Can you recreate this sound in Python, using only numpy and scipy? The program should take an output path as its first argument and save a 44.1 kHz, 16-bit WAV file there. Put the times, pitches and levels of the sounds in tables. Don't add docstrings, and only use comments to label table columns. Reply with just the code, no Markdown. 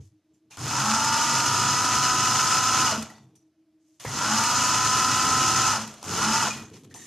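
import sys
import numpy as np
from scipy import signal
from scipy.io import wavfile

SR = 44100
rng = np.random.default_rng(int(sys.argv[2]) if len(sys.argv) > 2 else 0)


def gain_from_db(level_db):
    decades = np.asarray(level_db, float) / 20
    return 10 ** decades


def waveform_to_disk(signal):
    frames = np.transpose(np.atleast_2d(signal))
    scaled = np.clip(frames, -1, 1) * 32767
    samples = np.round(scaled).astype(np.int16)
    wavfile.write(sys.argv[1], SR, samples)


N = 311457

# (pedal down [s], pedal up [s], spin-up [s], drag of stiff cloth [teeth/s])
RUNS = [
    (.561, 2.87, .11, 35.3),
    (4.026, 5.71, .131, 13.4),
    (6.031, 6.42, .105, 16.2),
]
TOUCH_RISE_S = 0.0088


def rms_one(x):
    return x / np.sqrt(np.mean(x ** 2) + 1e-20)


def at_hz(points, hz):
    points = np.array(points)
    return np.interp(np.log(hz + 1), np.log(points[:, 0]), points[:, 1])


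def drift(rate):
    r = np.exp(-80 * np.pi * rate / SR)
    slow = signal.lfilter([1], [1, -2 * r, r * r], rng.standard_normal(N // 40 + 2002))[2000:]
    return np.interp(np.arange(N) / 40, np.arange(len(slow)), rms_one(slow))


def filtered(x, order, hz, kind):
    return signal.sosfilt(signal.butter(order, hz, kind, fs=SR, output="sos"), x)


def resonance(x, hz, width_hz):
    r = np.exp(-np.pi * width_hz / SR)
    feedback = [1, -2 * r * np.cos(2 * np.pi * hz / SR), r * r]
    return signal.lfilter([(1 - r * r) / 2, 0, (r * r - 1) / 2], feedback, x)


def bands(spectrum, low_hz, high_hz, patchy_db, plates=(), shaken=1):
    corners = np.geomspace(low_hz, high_hz, round(3 * np.log2(high_hz / low_hz)) + 1)
    white, out = rng.standard_normal((3, 2, N)), 0
    for k, (low, high) in enumerate(zip(corners, corners[1:])):
        band = filtered(white[k % 2], 2, [low, high], "band")
        out = out + gain_from_db(at_hz(spectrum, np.sqrt(low * high)) + patchy_db * drift(28)) * band
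    for hz, width_hz, db in plates:
        if low_hz < hz < high_hz:
            ring = resonance(resonance(white[2], hz, width_hz), hz, 2 * width_hz)
            out = out + shaken * gain_from_db(db + 0.84 * drift(16)) * ring
    return rms_one(out)


def room_tone():
    # (frequency [Hz], width [Hz], level [dB])
    fan = [
        (314.85, 16, -66.5),
        (640, 45, -85),
    ]
    # (frequency [Hz], density [dB per Hz])
    hiss = [(45, -20.5), (90, -2), (240, -3), (500, -12), (1000, -16.5), (2300, -19.5), (5800, -22.5),
            (9000, -31), (13500, -30.5)]
    hum = 0
    for hz, width_hz, db in fan:
        narrow = resonance(resonance(rng.standard_normal(N), hz, width_hz), hz, width_hz)
        hum = hum + gain_from_db(db) * rms_one(narrow)
    hum = hum + gain_from_db(-69) * np.sin(2 * np.pi * fan[0][0] * np.arange(N) / SR + 3.0 * drift(2.5))
    return gain_from_db(-77.5) * bands(hiss, 40, 13500, 0.94) + hum


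def touch_power():
    # (table [dB], casing [dB], gears [dB], hook [dB])
    pedal_colour, cloth_colour = (-4.5, -0.5, -4.5, -5), (-30, -10, -7.5, -1.5)
    bump_colour, scrape_colour = (-1.5, -28, -32.5, -38.5), (-30, 2.5, 1, -0.5)
    # (time [s], hold [s], level [dB], t60 [s])
    pedal, cloth, bumps, scrapes = [(0.502, 0.0605, -49.5, .05), (3.995, 0.106, -44, .05),
                                    (5.965, 0.063, -52, 0.103)], [(0, 0.049, -68.5, 0.29), (.336, 0.0098, -71.5, 0.19),
                                                   (3.354, 0.0063, -60.5, 0.059), (3.365, .01, -72, 0.305),
                                                   (6.942, .12, -52.5, .2)], [(0, 0.0104, -42.5, 0.154),
                                                                  (.3, 0.051, -56, 0.23),
                                                                  (.44, 0.065, -58, .1),
                                                                  (3.2, 0.163, -52.5, 0.265),
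                                                                  (3.5, .45, -70.5, .2),
                                                                  (6.05, 0.396, -27, 0.214),
                                                                  (6.55, 0.06, -34, 1),
                                                                  (6.709, 0.035, -32.5, 0.51),
                                                                  (6.83, 0.12, -39, 0.224),
                                                                  (6.94, 0.102, -42.5, .2)], [(6.52, 0.0152, -39, 0.15),
                                                                                 (6.729, 0.0362, -55, .25),
                                                                                 (6.838, 0.0081, -59, 0.065),
                                                                                 (6.9, 0.025, -63, .1),
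                                                                                 (6.942, .12, -59, .2)]
    # (from [s], until [s], level [dB])
    cloth_push = (3.782, 4.0, -73.5)
    t, out = np.arange(N) / SR, np.zeros((4, N))
    kinds = [(pedal_colour, pedal), (cloth_colour, cloth), (bump_colour, bumps), (scrape_colour, scrapes)]
    for colour_db, rows in kinds:
        for s, hold, db, t60 in rows:
            rise = np.clip((t - s) / TOUCH_RISE_S, 0, 1)
            gain = rise * gain_from_db(db - 60 * np.maximum(t - s - hold, 0) / max(t60, .01))
            out += np.outer(gain_from_db(colour_db), gain) ** 2
    s, until, db = cloth_push
    slide = (t < until) * gain_from_db(db) * (1 - np.exp(-np.maximum(t - s, 0) / .07))
    return out + np.outer(gain_from_db(cloth_colour), slide) ** 2


def rough_rings(modes):
    out, t = np.zeros((2, N + SR // 2)), np.arange(SR // 2) / SR
    for s, hz, width_hz, db, t60 in modes:
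        noise = rng.standard_normal((2, SR))
        rough = resonance(resonance(noise, hz, width_hz), hz, 2 * width_hz)[:, -len(t):]
        fall = gain_from_db(db - 60 * t / t60) * np.minimum(t / 0.00165, 1)
        start = round(s * SR)
        out[:, start:start + len(t)] += fall * rms_one(rough)
    return out[:, :N]


def shudders():
    return rough_rings([(0, 101, 20.2, -34.5, 0.21), (.11, 107.5, 32.5, -52, 0.17),
                        (0.576, 104.9, 27, -41, 0.36), (3.2, 131, 30, -53, 0.61),
                        (2.92, 640, 38, -35.5, 0.42), (2.92, 457, 65, -39, 0.326),
                        (2.98, 220.8, 6.9, -35.5, 0.4), (5.732, 220.5, 6.7, -35, 0.51),
                        (5.9, 613, 157, -53, 0.99), (6.42, 222.7, 5.8, -35.5, 1)])


def metal_rings():
    # (time [s], modes of (frequency [Hz], width [Hz], level [dB], t60 [s]))
    lever = [
        (.335, [(7300, 60, -75, .15)]),
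        (3.355, [(5900, 60, -67.5, 0.29), (7350, 200, -72, .12), (8700, 150, -67.5, 0.15), (10980, 310, -68, 0.11)]),
    ]
    pedal = [
        (.515, [(2457, 62, -55, 0.32), (2737, 42, -55, 0.32)]),
        (.573, [(1230, 410, -42, 0.09), (3300, 400, -47, 0.075)]),
        (4.0, [(674, 124, -65, 0.23)]),
        (4.05, [(1950, 270, -36.5, 0.29)]),
    ]
    stop = [
        (3.1, [(1950, 79, -52, 0.29), (790, 260, -54.5, 0.57), (5740, 200, -67.5, 0.56)]),
        (3.15, [(4600, 155, -61.5, 0.233), (3580, 115, -66, 0.36)]),
        (6.504, [(2460, 17, -36.5, 0.38)]),
        (6.57, [(1920, 38, -49, 0.34)]),
        (6.65, [(6550, 230, -54, 0.27)]),
    ]
    scissors = [
        (6.752, [(5250, 82, -52, 0.106)]),
        (6.91, [(1785, 174, -53.5, 0.216)]),
        (6.943, [(800, 236, -45.5, 0.206), (6120, 160, -49, 0.65), (7100, 480, -49.5, 0.75)]),
        (6.96, [(1860, 146, -53, 0.79), (8630, 300, -53, 0.36)]),
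        (6.99, [(3748, 92, -60, 0.76)]),
    ]
    return rough_rings([(s, *mode) for s, modes in pedal + stop + lever + scissors for mode in modes])


def clicks():
    # (time [s], crack peak [dB], thud [dB], t60 [s])
    strikes = [(0.3344, -67.5, -71, 0.02), (0.5122, -43, -59, 0.02), (0.5709, -25, -30.5, 0.022),
               (3.025, -22.5, -50.5, 0.038), (3.102, -37, -52.5, 0.031), (3.3535, -50, -62.5, 0.019),
               (3.4194, -72, -71.5, 0.02), (3.999, -30.5, -57, 0.019), (4.049, -26, -22.5, 0.043),
               (5.875, -26.5, -51.5, 0.034), (5.94, -32.5, -57, 0.0308), (6.0281, -22.5, -26, 0.0185),
               (6.44, -30, -41.5, .025), (6.53, -41.5, -51, .03), (6.6, -37, -46, 0.031),
               (6.7004, -42, -44, 0.023), (6.835, -41, -47.5, 0.0196), (6.901, -46, -58, 0.019),
               (6.9413, -29, -46, 0.0226)]
    out, t = np.zeros((2, N + SR // 2)), np.arange(SR // 2) / SR
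    for s, db, thud_db, t60 in strikes:
        noise = rng.standard_normal((2, len(t))) * gain_from_db(-60 * t / max(t60, .004))
        crack = gain_from_db(db - 7) * filtered(noise, 2, [1200, 9500], "band")
        knock = gain_from_db(thud_db + 8.0) * filtered(noise, 2, [250, 1200], "band")
        start = round(s * SR)
        out[:, start:start + len(t)] += crack + knock
    return out[:, :N]


def belt_speed():
    free_hz, drag_eases_s = 259.8, 1.17
    coast_s, friction_hz, rest_hz = .68, 300, 5
    t, out = np.arange(N) / SR, np.full(N, float(rest_hz))
    for down, up, spin_s, drag_hz in RUNS:
        on = np.clip(t, down, up) - down
        driven = (free_hz - drag_hz * np.exp(-on / drag_eases_s)) * (1 - np.exp(-on / spin_s))
        coasting = np.exp(-np.maximum(t - up, 0) / coast_s)
        out = np.maximum(out, (driven + friction_hz) * coasting - friction_hz)
    return out


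def run_gain(full_db, short_db, rise_s, fall_db, linger_s):
    engage_s = [.575, 4.048, 6.0322]
    pressure_db = [0.0928, 0.6476, 0.8]
    warming_db, warming_s = 2, 1.4
    t, out = np.arange(N) / SR, np.zeros(N)
    for start, run, db in zip(engage_s, RUNS, pressure_db):
        on, off = np.maximum(t - start, 0), np.maximum(t - run[1], 0)
        level = full_db + db - short_db * np.exp(-on / rise_s) - warming_db * np.exp(-on / warming_s)
        fall = fall_db * (np.hypot(off, linger_s) - abs(linger_s))
        out = np.maximum(out, np.minimum(on / TOUCH_RISE_S, 1) * gain_from_db(level - fall))
    return out


def zone_gains(teeth_hz):
    # (full [dB], short at engaging [dB], rise [s], fall [dB/s], lingers [s])
    zone_runs = [
        (-30, 8, 0.033, 65, 0.017),
        (-27.5, 11, 0.0583, 134, 0.115),
        (-31, 20, 0.078, 128, 0.0473),
        (-27, 19.5, 0.0882, 136, 0.0266),
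    ]
    critical = {0: [(141, 13, 5), (216, 29, -4.5)], 1: [(208.8, 28, 5)]}
    running = np.array([run_gain(*rule) for rule in zone_runs])
    for zone, speeds in critical.items():
        running[zone] *= gain_from_db(sum(db * np.exp(-((teeth_hz - hz) / width) ** 2) for hz, width, db in speeds))
    running[0] *= gain_from_db(2.5 * drift(1.4))
    return np.sqrt(running ** 2 + touch_power())


def rattle(teeth_hz):
    split_hz = [30, 450, 1700, 4500, 14000]
    noisy_share_db = [-9, -5, -0.5244, 0.3323]
    # (frequency [Hz], density [dB per Hz])
    machine_colour = [(30, -41.5), (60, -17), (110, -6), (220, -12.5), (480, -16.5), (900, -8),
                      (1350, -10.5), (1700, -21), (2200, -15.5), (3400, -14.5), (4600, -19), (6500, -10),
                      (8500, -24), (13000, -33)]
    # (frequency [Hz], width [Hz], density [dB per Hz])
    metal_plates = [(906, 35, -2.5), (1366.5, 164, -1), (1752, 130, -11), (1950, 25, -5), (2596, 95, -8.5),
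                    (2909.5, 66, -5.5), (4214, 130, -12), (4915, 60, -9.5), (5100.6, 62, -3),
                    (6574, 220, -11.5)]
    # (frequency [Hz], density [dB per Hz])
    rustle_colour = [(7000, -1), (13500, -7)]
    contacts_per_tooth, contact_s, smooth_share = 3.0, 0.00047, 0.774
    tooth = 2 * np.pi * np.cumsum(teeth_hz) / SR
    swell = gain_from_db(0.753 * drift(18) + 0.38 * drift(30) + .5 * np.sin(tooth))

    per_sample = contacts_per_tooth * (teeth_hz + 150) / SR
    fade = np.exp(-1 / (contact_s * SR))
    power = (rng.random(N) < per_sample) * rng.exponential(1, N) / per_sample
    contacts = signal.lfilter([1 - fade], [1, -fade], power + 1e-18)
    grain = np.sqrt(smooth_share + (1 - smooth_share) * contacts)

    shaken = (teeth_hz / teeth_hz.max()) ** 0.52
    gains = zone_gains(teeth_hz)
    zones = []
    for gain, share, low, high in zip(gains, noisy_share_db, split_hz, split_hz[1:]):
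        zones.append(gain * gain_from_db(share) * bands(machine_colour, low, high, .9, metal_plates, shaken))
    table, *metal = zones
    table = shaken * table + (1 - shaken) * filtered(table, 2, 97, "high")
    rustle = (1 - shaken) * gains[-1] * gain_from_db(-4.5) * bands(rustle_colour, 5900, 13500, 3.0)
    return swell * (table + grain * (sum(metal) + rustle))


def lines(orders, body, teeth_hz, wobble_db):
    turn, out = 2 * np.pi * np.cumsum(teeth_hz) / SR + .05 * drift(5), 0
    coarse = teeth_hz[::32]
    for (multiple, db), start in zip(orders, rng.uniform(0, 2 * np.pi, len(orders))):
        level = gain_from_db(db + at_hz(body, multiple * coarse) + wobble_db * drift(7)[::32])
        out = out + np.repeat(level, 32)[:N] * np.sin(multiple * turn + start)
    return np.sqrt(2) * out


def drive(teeth_hz):
    # (multiple [of tooth rate], level [dB])
    whine_lines = [(1, 0), (2, 0), (2.768, -9), (3, -2), (3.234, -15), (3.392, -13), (3.6, -24),
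                   (3.858, -13), (4, 0), (4.098, -11), (4.4, -9), (4.6, -14), (4.858, -12), (5, 2),
                   (5.092, -7), (5.142, -9), (5.234, -1.5), (5.4, -7), (5.6, -11), (5.766, -5), (6, 0),
                   (6.77, -6), (7, 0), (7.18, 2), (8, 0)]
    # (multiple [of tooth rate], level [dB])
    pulley_line = [(3.762, 0)]
    # (frequency [Hz], level [dB])
    casing_body, bed_body, table_body = [(100, -5.5), (250, -31.5), (500, -30.5), (700, -19.5), (760, -9),
                                         (830, -10), (890, -8), (1010, -1.5), (1130, -9.5), (1300, -1),
                                         (1420, -4.5), (1530, -11), (1750, -24), (2100, -24)], [(760, -21.5), (830, -3), (890, 2), (925, -7.5),
                                                         (970, -27.5)], [(25, -45), (55, -16), (82, -16),
                                                                      (106, 0), (136, 0), (163, -12),
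                                                                      (190, -11), (218, -7), (270, -6),
                                                                      (330, -9), (360, -16), (470, -19)]
    # (frequency [Hz], width [Hz], level [dB])
    body_rings = [
        (217.33, 3.8, 36),
        (864.7, 14, 4),
        (1333.8, 27, -11),
    ]
    # (full [dB], short at engaging [dB], rise [s], fall [dB/s], lingers [s])
    whine_run, thud_run = (-30, 48, .085, 280, .04), (-42.5, 25, 0.0017, 106.5, 0.04)
    teeth_per_stitch = 9.22
    whine_gain = run_gain(*whine_run)
    whine = whine_gain * lines(whine_lines, casing_body, teeth_hz, wobble_db=1.0)
    stitch = [(k / teeth_per_stitch, 0) for k in range(2, 17)]
    thuds = run_gain(*thud_run) * lines(stitch, table_body, teeth_hz, wobble_db=4.0)
    pulley = whine_gain * lines(pulley_line, bed_body, teeth_hz, wobble_db=1.5)
    ringing = sum(gain_from_db(db) * resonance(whine, hz, width_hz) for hz, width_hz, db in body_rings)
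    return whine + pulley + thuds + ringing


def scene():
    side_cut_hz, side_db, side_treble_db = 4650, -4.6, -24
    teeth_hz = belt_speed()
    mid, side = room_tone() + shudders() + clicks() + metal_rings() + rattle(teeth_hz)
    side = side + gain_from_db(side_treble_db) * filtered(side, 2, 8000, "high")
    side_cut = signal.cheby2(10, 70, .76 * side_cut_hz, "high", fs=SR, output="sos")
    side = gain_from_db(side_db) * signal.sosfilt(side_cut, side)
    mid = mid + drive(teeth_hz)
    return np.array([mid + side, mid - side])


def roll_off(x):
    return signal.sosfilt(signal.butter(12, 13880, fs=SR, output="sos"), x)


def record(dry):
    mix = filtered(dry, 1, 45, "high")
    mix = signal.sosfilt(signal.ellip(10, .5, 80, 13120, fs=SR, output="sos"), mix)
    return roll_off(mix)


dry = scene()
out = record(dry)
waveform_to_disk(out)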